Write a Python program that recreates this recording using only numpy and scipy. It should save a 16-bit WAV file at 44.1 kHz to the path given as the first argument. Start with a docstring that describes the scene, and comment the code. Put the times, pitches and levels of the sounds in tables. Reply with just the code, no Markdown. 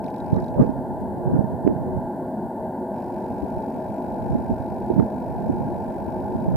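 """An empty underground platform: a resonant tunnel rumble throughout, with a small camera's faint hiss and buzz.
At first the focus motor hunts in uneven ticks while draught thumps on the two microphone ports, mostly the right.
Thumps return before two seconds, then the draught eases. Near three seconds the motor starts creeping at fifty
ticks a second, and gusts crowd in again from about four. Shaped noise makes the air and hiss, wandering
oscillations the gusts, decaying body modes the ticks."""
import sys
import numpy as np
from scipy import signal
from scipy.io import wavfile
from scipy.ndimage import uniform_filter1d

SR = 44100
rng = np.random.default_rng(int(sys.argv[2]) if len(sys.argv) > 2 else 0)


def to_wav(sig):
    """Store sig (one row per channel, or 1-D mono) as 16-bit WAV at the path in sys.argv[1].

    Samples outside -1..1 are clipped; the rate is SR.
    """
    pcm = np.clip(np.atleast_2d(sig), -1, 1) * 32767
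    pcm = np.round(pcm).astype(np.int16)
    wavfile.write(sys.argv[1], SR, pcm.T)  # frames by channels


N = 289296

# Broad tunnel colour. Each row: frequency in Hz, relative level in dB per Hz.
RUMBLE_COLOUR = [(30, -31), (100, -8.5), (190, -1.5), (260, 3.5), (320, -6), (600, -4.5), (900, -5.5),
                 (1000, -12), (1150, -31), (1340, -44), (1400, -27.5), (1800, -33), (1900, -43.5),
                 (2600, -61.5)]
# Tunnel resonances over that colour. Each row: centre in Hz, width in Hz, level in dB rms.
RESONANCES = [(209, 12, -42), (239, 47, -41.5), (364.2, 12, -39), (335.7, 13.5, -44.5), (630, 7.4, -41.5),
              (663.4, 29, -42.5), (716, 14, -53), (798, 5, -50.5), (837, 11.3, -44), (884, 34, -44.5),
              (970, 9.7, -53), (1113, 10, -76.5), (1430, 50, -65), (1572, 23, -65.5), (1607, 40, -67.5),
              (1760, 16, -70), (2016, 19, -77.5)]
RUMBLE_DB = -31.5  # rms of the broad colour, without the resonances
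# Slow swell of the rumble, used about its mean. Each row: time in seconds, level in dB.
SWELL_CURVE = [(0, 1), (1, 1), (2, 1.37), (3.2, 2.17), (4.2, 1), (5.2, 1.95), (6.56, 1.04)]
# Left-right likeness of the rumble. Each row: frequency in Hz, correlation from -1 to 1.
RUMBLE_LIKENESS = [(100, 0.97), (350, 0.992), (700, 0.975), (1100, 0.96), (1500, 0.91), (2200, 0.94),
                   (3000, 0.94)]
# Wide wash of tunnel colour. Each row: time in seconds, level on the left port in dB rms.
RUSH_CURVE = [(0, -44), (.5, -41), (.85, -47), (1.1, -42.5), (1.6, -46), (2, -58), (2.6, -55), (3.1, -45),
              (3.4, -41), (3.75, -40), (4.1, -37), (4.3, -34.5), (4.6, -45.5), (5.1, -38), (5.4, -41.5),
              (5.9, -36), (6.1, -37.5), (6.56, -38.5)]

# Draught on each port, before crossfeed. Each row: time in seconds, left and right low flutter in dB rms.
DRAUGHT_CURVE = [(0.0, -73, -40), (0.22, -42, -49), (0.36, -36, -34), (0.48, -51, -44.5), (0.602, -34, -31),
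                 (0.75, -46.5, -40), (1.1, -41, -40.5), (1.38, -39, -35), (1.56, -41, -38),
                 (1.95, -37.5, -38), (2.18, -55, -49), (2.6, -69, -56), (3.0, -47.5, -53), (3.5, -50, -44),
                 (4.0, -46.5, -48), (4.35, -39, -40.5), (4.75, -43.5, -40), (4.95, -45, -40.5),
                 (5.2, -47, -42), (5.5, -37.5, -36), (6.0, -44.5, -42), (6.48, -38.5, -37),
                 (6.56, -65, -40)]
# Draught colour. Each row: frequency in Hz, relative dB per Hz in calm air, dB gained per dB of draught.
FLUTTER_COLOUR = [(15, -50, 7), (47.8, -6, 0), (83, 3.5, 1), (135, 0.5, 2.5), (236, 0, 2), (290, -10.5, 2),
                  (477, -22.5, 4.5), (870, -17.5, 1.5), (1170, -56, 5.5), (1790, -65.5, 1.5)]
# Strong gusts, before filtering. Each row: crest in seconds, eddies in dB rms on the nearer port,
# left-right balance in dB, length in ms, eddy rate in Hz, fine scrape in dB rms.
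STRONG_GUSTS = [(0.3316, -3.5, -13.5, 5.5, 212, -52), (0.3736, -12, -8, 12, 212, -41),
                (0.385, -28, -6, 13, 192, -36), (0.5841, -18, 13, 7.2, 200, -56),
                (0.5925, -16, -12, 7, 220, -50), (0.5992, -4.5, 14, 7.5, 200, -40),
                (0.6069, -9, 1.5, 6, 190, -45), (0.612, -4.2, -30, 4.9, 286, -35.5),
                (0.6208, -4, -25.5, 6.4, 170, -36.5), (0.6282, -11.5, -25, 12, 290, -39.5),
                (0.6915, -12, -16, 7.3, 216, -58), (0.6995, -17, -17, 11, 242, -59),
                (1.2614, -19, -17, 5.4, 197, -65), (1.2749, -13, -5.5, 8.1, 229, -56),
                (1.2996, -22, 0, 6.5, 200, -65), (1.3363, -10.5, 9, 12, 257, -67),
                (1.3532, -14, -12, 8.1, 247, -44), (1.3628, -14.5, -25, 13, 258, -49),
                (1.3926, -4.5, -10, 4.1, 190, -46), (1.408, -11.5, -21, 6.8, 237, -48),
                (1.4435, -10.5, -17, 4.7, 200, -48), (1.6505, -11, -23, 6.4, 169, -65),
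                (1.6668, -4.5, -20, 3.9, 295, -54), (1.6768, -2, -16, 3, 295, -55),
                (1.6854, -16.5, -16, 20, 264, -58), (1.7029, -14.5, -6.5, 21, 282, -49),
                (1.7644, -18, -21, 8.5, 170, -65), (1.97, -17.5, -35, 19, 151, -65),
                (3.4324, -18.5, 35, 18, 237, -65), (3.573, -16, -9, 5.1, 173, -64),
                (4.213, -25, -12, 22, 130, -49), (4.3085, -14, -2, 11, 150, -57),
                (4.3155, -19, -13, 6.6, 210, -58), (4.33, -15, -20, 19, 164, -60),
                (4.3541, -8, -6, 6.5, 182, -50), (4.383, -23, -16, 18, 246, -52),
                (4.5033, -14, -32, 14.4, 192, -65), (4.5105, -15, -3.5, 16, 168, -65),
                (4.53, -21, 21, 17, 87.5, -65), (4.6036, -13, -29, 7.6, 133, -50),
                (4.9032, -7.5, -28, 4.2, 234, -65), (4.9113, -11, -25, 5.8, 250, -58),
                (4.9175, -18, -20, 6, 308, -58), (4.9396, -15.5, -15, 7.8, 172, -67),
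                (4.9648, -10, -13, 5.4, 198, -60), (4.982, -10, -8, 8, 230, -56),
                (4.9924, -3, -14, 7.9, 169, -35), (4.9989, -4, -14, 3.5, 230, -30),
                (5.0075, -7, -7, 4.6, 241, -53), (5.0215, -18, -15, 6.3, 250, -50),
                (5.0264, -13, -22, 2.3, 272, -38), (5.0302, -13, -12, 3.3, 290, -47),
                (5.4978, -10, -8, 8.3, 229, -53), (5.6076, -16, -5, 6, 200, -65),
                (6.0828, -21, 14, 12, 207, -65), (6.3503, -15, -1.5, 7.4, 178, -51),
                (6.483, -11, -4, 10, 162, -58), (6.5001, -15.5, -12, 6.7, 170, -49),
                (6.5153, -17, -10, 14, 196, -63), (6.542, -17, 8.5, 21, 166, -64),
                (6.5522, -15, -18, 29, 180, -38)]
# Small gusts: the stronger the draught, the louder.
SMALL_PER_S = 9
SMALL_OVER_DB, SMALL_SPREAD_DB = 9, 5.5  # above the draught's low flutter
SMALL_PAN_DB, SMALL_PAN_SPREAD_DB = -15, 11  # left minus right
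SMALL_MS, SMALL_HZ, SMALL_SCRAPE_DB = 20, 178.7, -61.5
# Low push of air: dB rms for a 0 dB gust of 20 ms, dB per dB of gust, dB per doubling of length.
PUSH_DB, PUSH_GROWTH, PUSH_PER_DOUBLING_DB = -14, 0.56, 7.5
# Dry ticks on strong gusts. Each row: time in seconds, peak on the right port in dB, width in ms.
CREST_TICKS = [(0.6107, -38, 0.23), (0.6245, -36, 0.44), (1.3615, -41, 0.31), (1.6768, -25, 0.33),
               (4.999, -23.5, 0.51)]

# Focus motor hunting. Each row: step time in seconds, then accents of low knock, ping and upper clatter in dB.
HUNT_STEPS = [(.04, 7, 0, 12), (.06, -7, 14, 0), (.08, 2, 3, 3), (.10, -3, 8, 3), (.14, 5, 5, 1),
              (.16, -4, 8, 6), (.18, -2, 6, 1), (.20, -4, 12, 4), (.24, 0, 4, 0), (.26, 4, -4, 5),
              (.28, 2, -4, 0), (.30, 1, -4, 3), (.32, 4, -4, 1), (.34, -2, 12, 5), (.36, -4, 4, 5),
              (.38, -8, -4, -9), (.40, -2, 5, 7), (.42, 2, 3, 2), (.44, -4, 9, 5), (.46, -5, 0, 1),
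              (.48, -2, 10, 2), (.50, -3, -5, -3), (.54, 0, 0, -3), (.56, -7, -5, -6), (.62, -2, 3, 2.5),
              (.64, -1, -6, -2), (.66, 0, -4, -2), (.70, 1, 2, -1)]
# Focus motor creeping steadily. The row: first step in seconds, last step in seconds.
CREEP_SPAN = (2.94, 6.54)
STEP_S = .02  # motor clock period
HUNT_SPREAD_DB = 4  # scales the random unevenness of hunting steps
KNOCK_TOP_HZ, PING_TOP_HZ = 3200, 4300  # modes are knock, ping or clatter by frequency
# Hard and soft creeping steps alternate; their order swaps over once.
ALTERNATE_DB, SWAP_S, SWAP_TAKES_S = 0.8, 5.4, 0.34
# Camera body modes. Each row: frequency in Hz, strike level in dB before the soft onset, 60 dB decay in seconds,
# random spread in dB, left-right balance in dB, rebound delay in ms, rebound level in dB, left phase lead in radians.
BODY_MODES = [(2360, -44.5, 0.0077, 2.5, -3.5, 6.9, -10, 0.74), (3900, -65, 0.024, 4, -1, 3.1, -7.5, 1.5),
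              (4820, -51.5, 0.0042, 0, -1, 2.7, 1.5, -1.9), (2640, -54.5, 0.0086, 2.5, 0.5, 1.64, -1, 0.4),
              (5230, -53, 0.0064, 0.6, 4, 3.5, -9, 2), (7100, -66, 0.0063, 8, -3, 3, -14, -1.5),
              (11000, -56.5, 0.0028, 2, -5, 3, -14, 0.5), (3760, -66, 0.0052, 4.5, 14.5, 1.426, 3, -1.5)]

# Hiss colour. Each row: frequency in Hz, relative level in dB per Hz, left-right balance in dB.
HISS_COLOUR = [(1480, 7, -5.5), (2900, -4, 0), (4700, -2.5, 1), (5930, -13.5, -2), (7470, -0.5, 1),
               (10100, 0.5, -1), (13900, 1.5, 6), (15200, -9, 12), (16000, 2.5, -4)]
HISS_DB = -61  # rms before the buzz and treble throb
# Left-right likeness of the hiss. Each row: frequency in Hz, correlation from -1 to 1.
HISS_LIKENESS = [(3000, 0.92), (3800, 0.58), (5500, 0.5), (6500, 0.1), (7900, -0.35), (10000, 0),
                 (13200, -0.3)]
EDGE_HZ = 15650  # top of the camera's band


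def gain_of(db):
    """Turns dB into an amplitude factor."""
    return 10 ** (np.asarray(db) / 20)


def evened(x):
    """Scales a signal to rms 1."""
    return x / np.sqrt(np.mean(x ** 2) + 1e-20)


def read(points, hz, column=1):
    """Reads a table column at any frequency, interpolating on a log-frequency axis."""
    rows = np.transpose(points)
    return np.interp(np.log(hz + 1), np.log(rows[0] + 1), rows[column])


def grid(size):
    """Gives the frequencies, frame times and two complex noise fields of a short-time spectrum."""
    frames = 4 * N // size + 5
    a, b, c, d = rng.standard_normal((frames, size // 2 + 1, 4)).T
    hz = np.fft.rfftfreq(size, 1 / SR)
    frame_s = np.arange(frames) * size / 4 / SR
    return hz, frame_s, a + 1j * b, c + 1j * d


def sound_of(spectra, size):
    """Overlaps short-time spectra back into sound."""
    return signal.istft(spectra, nperseg=size, noverlap=3 * size // 4)[1][..., :N]


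def filtered(x, order, hz, kind="low"):
    """Runs a Butterworth filter forward and back, so nothing shifts in time."""
    return signal.sosfiltfilt(signal.butter(order, hz, kind, fs=SR, output="sos"), x)


def hiss(throb_db=3.5, throb_from_hz=7000, spike_db=-57):
    """Circuit noise: its treble rises early in each motor-clock period, and a repeated slice of it buzzes."""
    size = 1024
    hz, _, a, b = grid(size)
    same = read(HISS_LIKENESS, hz)[:, None]
    tilt_db = read(HISS_COLOUR, hz, column=2) / 2
    colour = gain_of(read(HISS_COLOUR, hz) + [tilt_db, -tilt_db])[..., None]
    spectra = np.array([a, same * a + np.sqrt(1 - same ** 2) * b]) * colour
    noise = gain_of(HISS_DB) * evened(sound_of(spectra, size))

    period = round(STEP_S * SR)
    one_period = noise[:, SR:SR + period]
    noise = noise + .4 * np.tile(one_period, N // period + 1)[:, :N]

    treble = filtered(noise, 1, throb_from_hz, "high")
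    since_clock = np.arange(N) % period
    busy = uniform_filter1d((since_clock < .55 * period) - .5, 40)
    throb = gain_of(throb_db * busy * np.array([[1], [.7]])) - 1

    # a short high spike marks the start of each period, stronger on the left
    u = since_clock / SR
    spike = gain_of(spike_db) * np.sin(2 * np.pi * 13200 * u) * np.exp(-u / 0.00043) * np.array([[1], [.5]])
    return noise + treble * throb + spike


def tunnel_power(hz):
    """Power of the tunnel in each frequency bin: a broad colour plus bell-shaped resonances."""
    power = gain_of(read(RUMBLE_COLOUR, hz)) ** 2
    power = power / power.sum() * gain_of(RUMBLE_DB) ** 2
    for centre_hz, width_hz, db in RESONANCES:
        peak = np.exp(-.5 * ((hz - centre_hz) / (width_hz / 2)) ** 2)
        power = power + peak / peak.sum() * gain_of(db) ** 2
    return power


def rumble(waver_db=-0.54):
    """Far trains and fans through the tunnel: coloured noise with narrow resonances, nearly mono."""
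    size = 8192
    hz, frame_s, a, b = grid(size)
    power = tunnel_power(hz)
    same = np.clip(read(RUMBLE_LIKENESS, hz), -1, 1)[:, None]
    spectra = np.array([a, same * a + np.sqrt(1 - same ** 2) * b]) * np.sqrt(power)[:, None]

    # narrow patches wax and wane over a third of a second
    patches = rng.standard_normal((len(frame_s), len(hz))).T
    patches = uniform_filter1d(patches, size=7, axis=1)
    patches = uniform_filter1d(patches, size=8, axis=0)
    spectra *= gain_of(waver_db * evened(patches))

    s, swell_db = np.transpose(SWELL_CURVE)
    swell = gain_of(np.interp(np.arange(N) / SR, s, swell_db - swell_db.mean()))
    left_right = gain_of([[.3], [-.3]])
    return evened(sound_of(spectra, size)) * np.sqrt(power.sum()) * swell * left_right


def rush(from_hz=420, tilt_db=0.5, right_db=-9, right_tilt_db=3.5):
    """Tunnel-coloured noise, independent on each port and stronger on the left: it widens the rumble as it grows."""
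    size = 4096
    hz, _, a, b = grid(size)
    octaves = np.log2((hz + 1) / 700)  # tilts are per octave about 700 Hz
    low_cut = 1 + (from_hz / (hz + 1)) ** 2
    colour = np.sqrt(tunnel_power(hz)) * gain_of(tilt_db * octaves) / low_cut
    right_colour = colour * gain_of(right_db + right_tilt_db * octaves)
    air = sound_of(np.array([a, b]) * np.array([colour, right_colour])[..., None], size)
    s, db = np.transpose(RUSH_CURVE)
    level = gain_of(np.interp(np.arange(N) / SR, s, db))
    return air / np.sqrt(np.mean(air[0] ** 2)) * level


def focus(lag_s=.0017, rise_cycles=2.2, rasp_db=-65, rasp_s=0.0034, whirr_db=-9, whirr_s=0.17,
          drift_rad=0.77, odd_rad=0.67, loose_rad=0.2):
    """Every motor step rings the camera body's modes, a little differently each time, and scrapes briefly."""
    hunt = np.array(HUNT_STEPS)
    hunts = len(hunt)
    mode_hz = np.transpose(BODY_MODES)[0]
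    accent_column = 1 + np.searchsorted([KNOCK_TOP_HZ, PING_TOP_HZ], mode_hz)
    creep_s = np.arange(CREEP_SPAN[0], CREEP_SPAN[1] + STEP_S / 2, STEP_S)
    # steps follow the motor clock
    clock = np.round(np.concatenate([hunt[:, 0], creep_s]) / STEP_S)
    at = np.round((clock * STEP_S + lag_s) * SR).astype(int)

    accent_db = np.zeros((len(BODY_MODES), len(at)))
    uneven = rng.uniform(-0.61, 1, (hunts, len(BODY_MODES))).T
    accent_db[:, :hunts] = hunt[:, accent_column].T + HUNT_SPREAD_DB * uneven
    swap = np.tanh((creep_s - SWAP_S) / SWAP_TAKES_S)
    accent_db[:, hunts:] = ALTERNATE_DB * (-1) ** np.round(creep_s / STEP_S) * swap

    chance = np.clip(rng.standard_normal((len(at), len(BODY_MODES), 2)), -1.6, 1.6)
    # the ringing phase drifts from step to step, and odd steps are offset
    step_rad = drift_rad * np.cumsum(rng.standard_normal(len(at))) + odd_rad * (clock % 2)
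    t, out = np.arange(1500) / SR, np.zeros((2, N))
    for k, mode in enumerate(BODY_MODES):
        hz, db, t60, spread_db, pan_db, rebound_ms, rebound_db, lead_rad = mode
        strength = gain_of(db + accent_db[k] + spread_db * chance[:, k, 0])
        strikes = np.zeros(N, complex)
        strikes[at] = strength * np.exp(1j * (loose_rad * chance[:, k, 1] + step_rad))
        strikes += gain_of(rebound_db) * np.roll(strikes, round(rebound_ms / 1000 * SR))
        onset = 1 - np.exp(-t * hz / rise_cycles)
        ring = gain_of(-60 * t / t60) * onset * np.exp(2j * np.pi * hz * t)
        ringing = signal.oaconvolve(strikes, ring)[:N]
        lead = np.exp([[.5j * lead_rad], [-.5j * lead_rad]])
        out += gain_of([[pan_db / 2], [-pan_db / 2]]) * (lead * ringing).real

    # a dry puff of noise on each step, with a fainter, longer whirr after it
    puffs = np.zeros(N)
    puffs[at] = gain_of(rasp_db + .5 * (accent_db[1] + accent_db[2]).clip(-6, 8))
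    decay = np.exp(-t / rasp_s) + gain_of(whirr_db) * np.exp(-t / whirr_s)
    rasp = signal.oaconvolve(puffs, decay)[:N] * rng.standard_normal(N)
    rasp = signal.sosfilt(signal.butter(2, [2100, 6500], "band", fs=SR, output="sos"), rasp)
    return out + rasp * gain_of([[-1.], [1.]])


def draught(lumpy_db=1.0, crossfeed=0.096, calm_db=-42):
    """Separate turbulence on each port, changing colour as it grows; each feeds the other side inverted."""
    size = 2048
    hz, frame_s, a, b = grid(size)
    s, *port_db = np.transpose(DRAUGHT_CURVE)
    low = (hz > 25) & (hz < 110)  # the band whose level the curve sets
    colour = gain_of(read(FLUTTER_COLOUR, hz))
    growth = read(FLUTTER_COLOUR, hz, column=2)[:, None] - 1
    ports = []
    for noise, db in zip((a, b), port_db):
        level_db = np.interp(frame_s, s, db) + lumpy_db * rng.standard_normal(len(frame_s))
        growth_db = growth * (level_db - calm_db)
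        low_rms = np.sqrt(np.mean(sound_of(noise * (colour * low)[:, None], size) ** 2))
        ports.append(sound_of(noise * colour[:, None] * gain_of(level_db + growth_db), size) / low_rms)
    return np.array(ports) - crossfeed * np.array(ports[::-1])


def small_gusts():
    """Lesser puffs in the same columns as the strong gusts, one at a random moment in each time slot."""
    slots = np.arange(round(SMALL_PER_S * N / SR))
    when, strength, side, length, rate = rng.standard_normal((len(slots), 5)).T
    s = np.clip((slots + .5 + .5 * np.tanh(when)) / SMALL_PER_S, 0, N / SR)
    curve_s, left_db, right_db = np.transpose(DRAUGHT_CURVE)
    draught_db = np.interp(s, curve_s, np.maximum(left_db, right_db))
    db = draught_db + SMALL_OVER_DB + SMALL_SPREAD_DB * np.tanh(strength)
    pan_db = SMALL_PAN_DB + SMALL_PAN_SPREAD_DB * side
    ms = SMALL_MS * np.exp(0.25 * length)
    hz = SMALL_HZ * np.exp(0.1 * rate)
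    return list(zip(s, db, pan_db, ms, hz, np.full(len(s), SMALL_SCRAPE_DB)))


def gusts(wander=0.23, rough=0.17, attack=1.0, push_ms=30, push_hz=70, top_hz=750, low_hz=45):
    """Each gust sheds uneven eddies past one port over a slower push of air, inverted on the other side."""
    out, scrape = np.zeros((2, 2, N + SR))
    t = np.arange(-4096, 4096) / SR
    rows = STRONG_GUSTS + small_gusts()
    noise = rng.standard_normal((len(rows), 4, len(t)))
    start = rng.random(len(rows))
    rough_band = signal.butter(2, [90, 500], "band", fs=SR, output="sos")
    for (s, db, pan_db, ms, hz, scrape_db), (drift, sway, *puffs), turn in zip(rows, noise, start):
        sides = gain_of(np.minimum([[pan_db], [-pan_db]], 0))
        # eddy crests point up on the nearer port
        nearer = -np.sign(pan_db + .1) * np.array([[-1], [1]])

        rate = hz * (1 + wander * evened(uniform_filter1d(drift, 300)))
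        turns = np.cumsum(rate) / SR
        phase = 2 * np.pi * (turns - turns[len(t) // 2])  # a crest falls on the gust's moment
        eddies = evened(np.cos(phase) + 0.16 * np.cos(2 * phase))
        roughness = evened(signal.sosfilt(rough_band, puffs))
        flutter = (1 - rough) * eddies * nearer + rough * roughness

        # quicker rise, slower fall
        spread = ms / 1000 / 2
        peak_s = spread / 3
        width = spread * np.where(t < peak_s, attack, 1.2)
        shape = np.exp(-.5 * ((t - peak_s) / width) ** 2)

        push_db = PUSH_DB + PUSH_GROWTH * db + PUSH_PER_DOUBLING_DB * np.log2(ms / 20)
        slow_rate = push_hz * (1 + 0.356 * evened(uniform_filter1d(sway, 700)))
        slow_phase = 2 * np.pi * (turn + np.cumsum(slow_rate) / SR)
        push_shape = np.exp(-.5 * (t / (push_ms / 2000)) ** 2)
        push = gain_of(push_db) * np.sqrt(2) * np.cos(slow_phase) * push_shape * nearer

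        at = round(s * SR)
        out[:, at:at + len(t)] += sides * (gain_of(db) * flutter * shape + push)
        # finer turbulence rides on the crests of the eddies
        fine = shape * np.maximum(eddies, .2) * drift
        scrape[:, at:at + len(t)] += gain_of(scrape_db) * sides * nearer * fine

    out = filtered(out, 2, top_hz)
    out = filtered(out, 1, low_hz, "high")
    fine_band = signal.butter(4, [950, 1800], "band", fs=SR, output="sos")
    band_makeup = np.sqrt(SR / 2 / 900)  # restores the level lost to the narrow band
    out += band_makeup * signal.sosfilt(fine_band, scrape)
    return out[:, 4096:N + 4096]


def snaps(left=0.44):
    """The right port overloads for an instant: a small rounded cap is taken off, heard as a dry tick."""
    out, t = np.zeros(N), np.arange(N) / SR
    for s, db, ms in CREST_TICKS:
        out -= gain_of(db) * np.maximum(1 - ((t - s) / (ms / 2000)) ** 2, 0)
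    return out * np.array([[left], [1]])


def scene():
    """Mixes tunnel, draught and camera."""
    return rumble() + draught() + gusts() + snaps() + focus() + hiss() + rush()


def record(dry):
    """Squeezes the loudest crests softly under full scale, then limits the band."""
    knee, room = .8, .19  # linear up to the knee, then bending into the room above it
    size = abs(dry)
    squeezed = knee + room * np.tanh((size - knee) / room)
    limited = np.sign(dry) * np.where(size > knee, squeezed, size)
    band_limit = signal.firwin(511, EDGE_HZ, window=("kaiser", 9), fs=SR)
    return signal.oaconvolve(limited, band_limit[None], "same")


dry = scene()
out = record(dry)
to_wav(out)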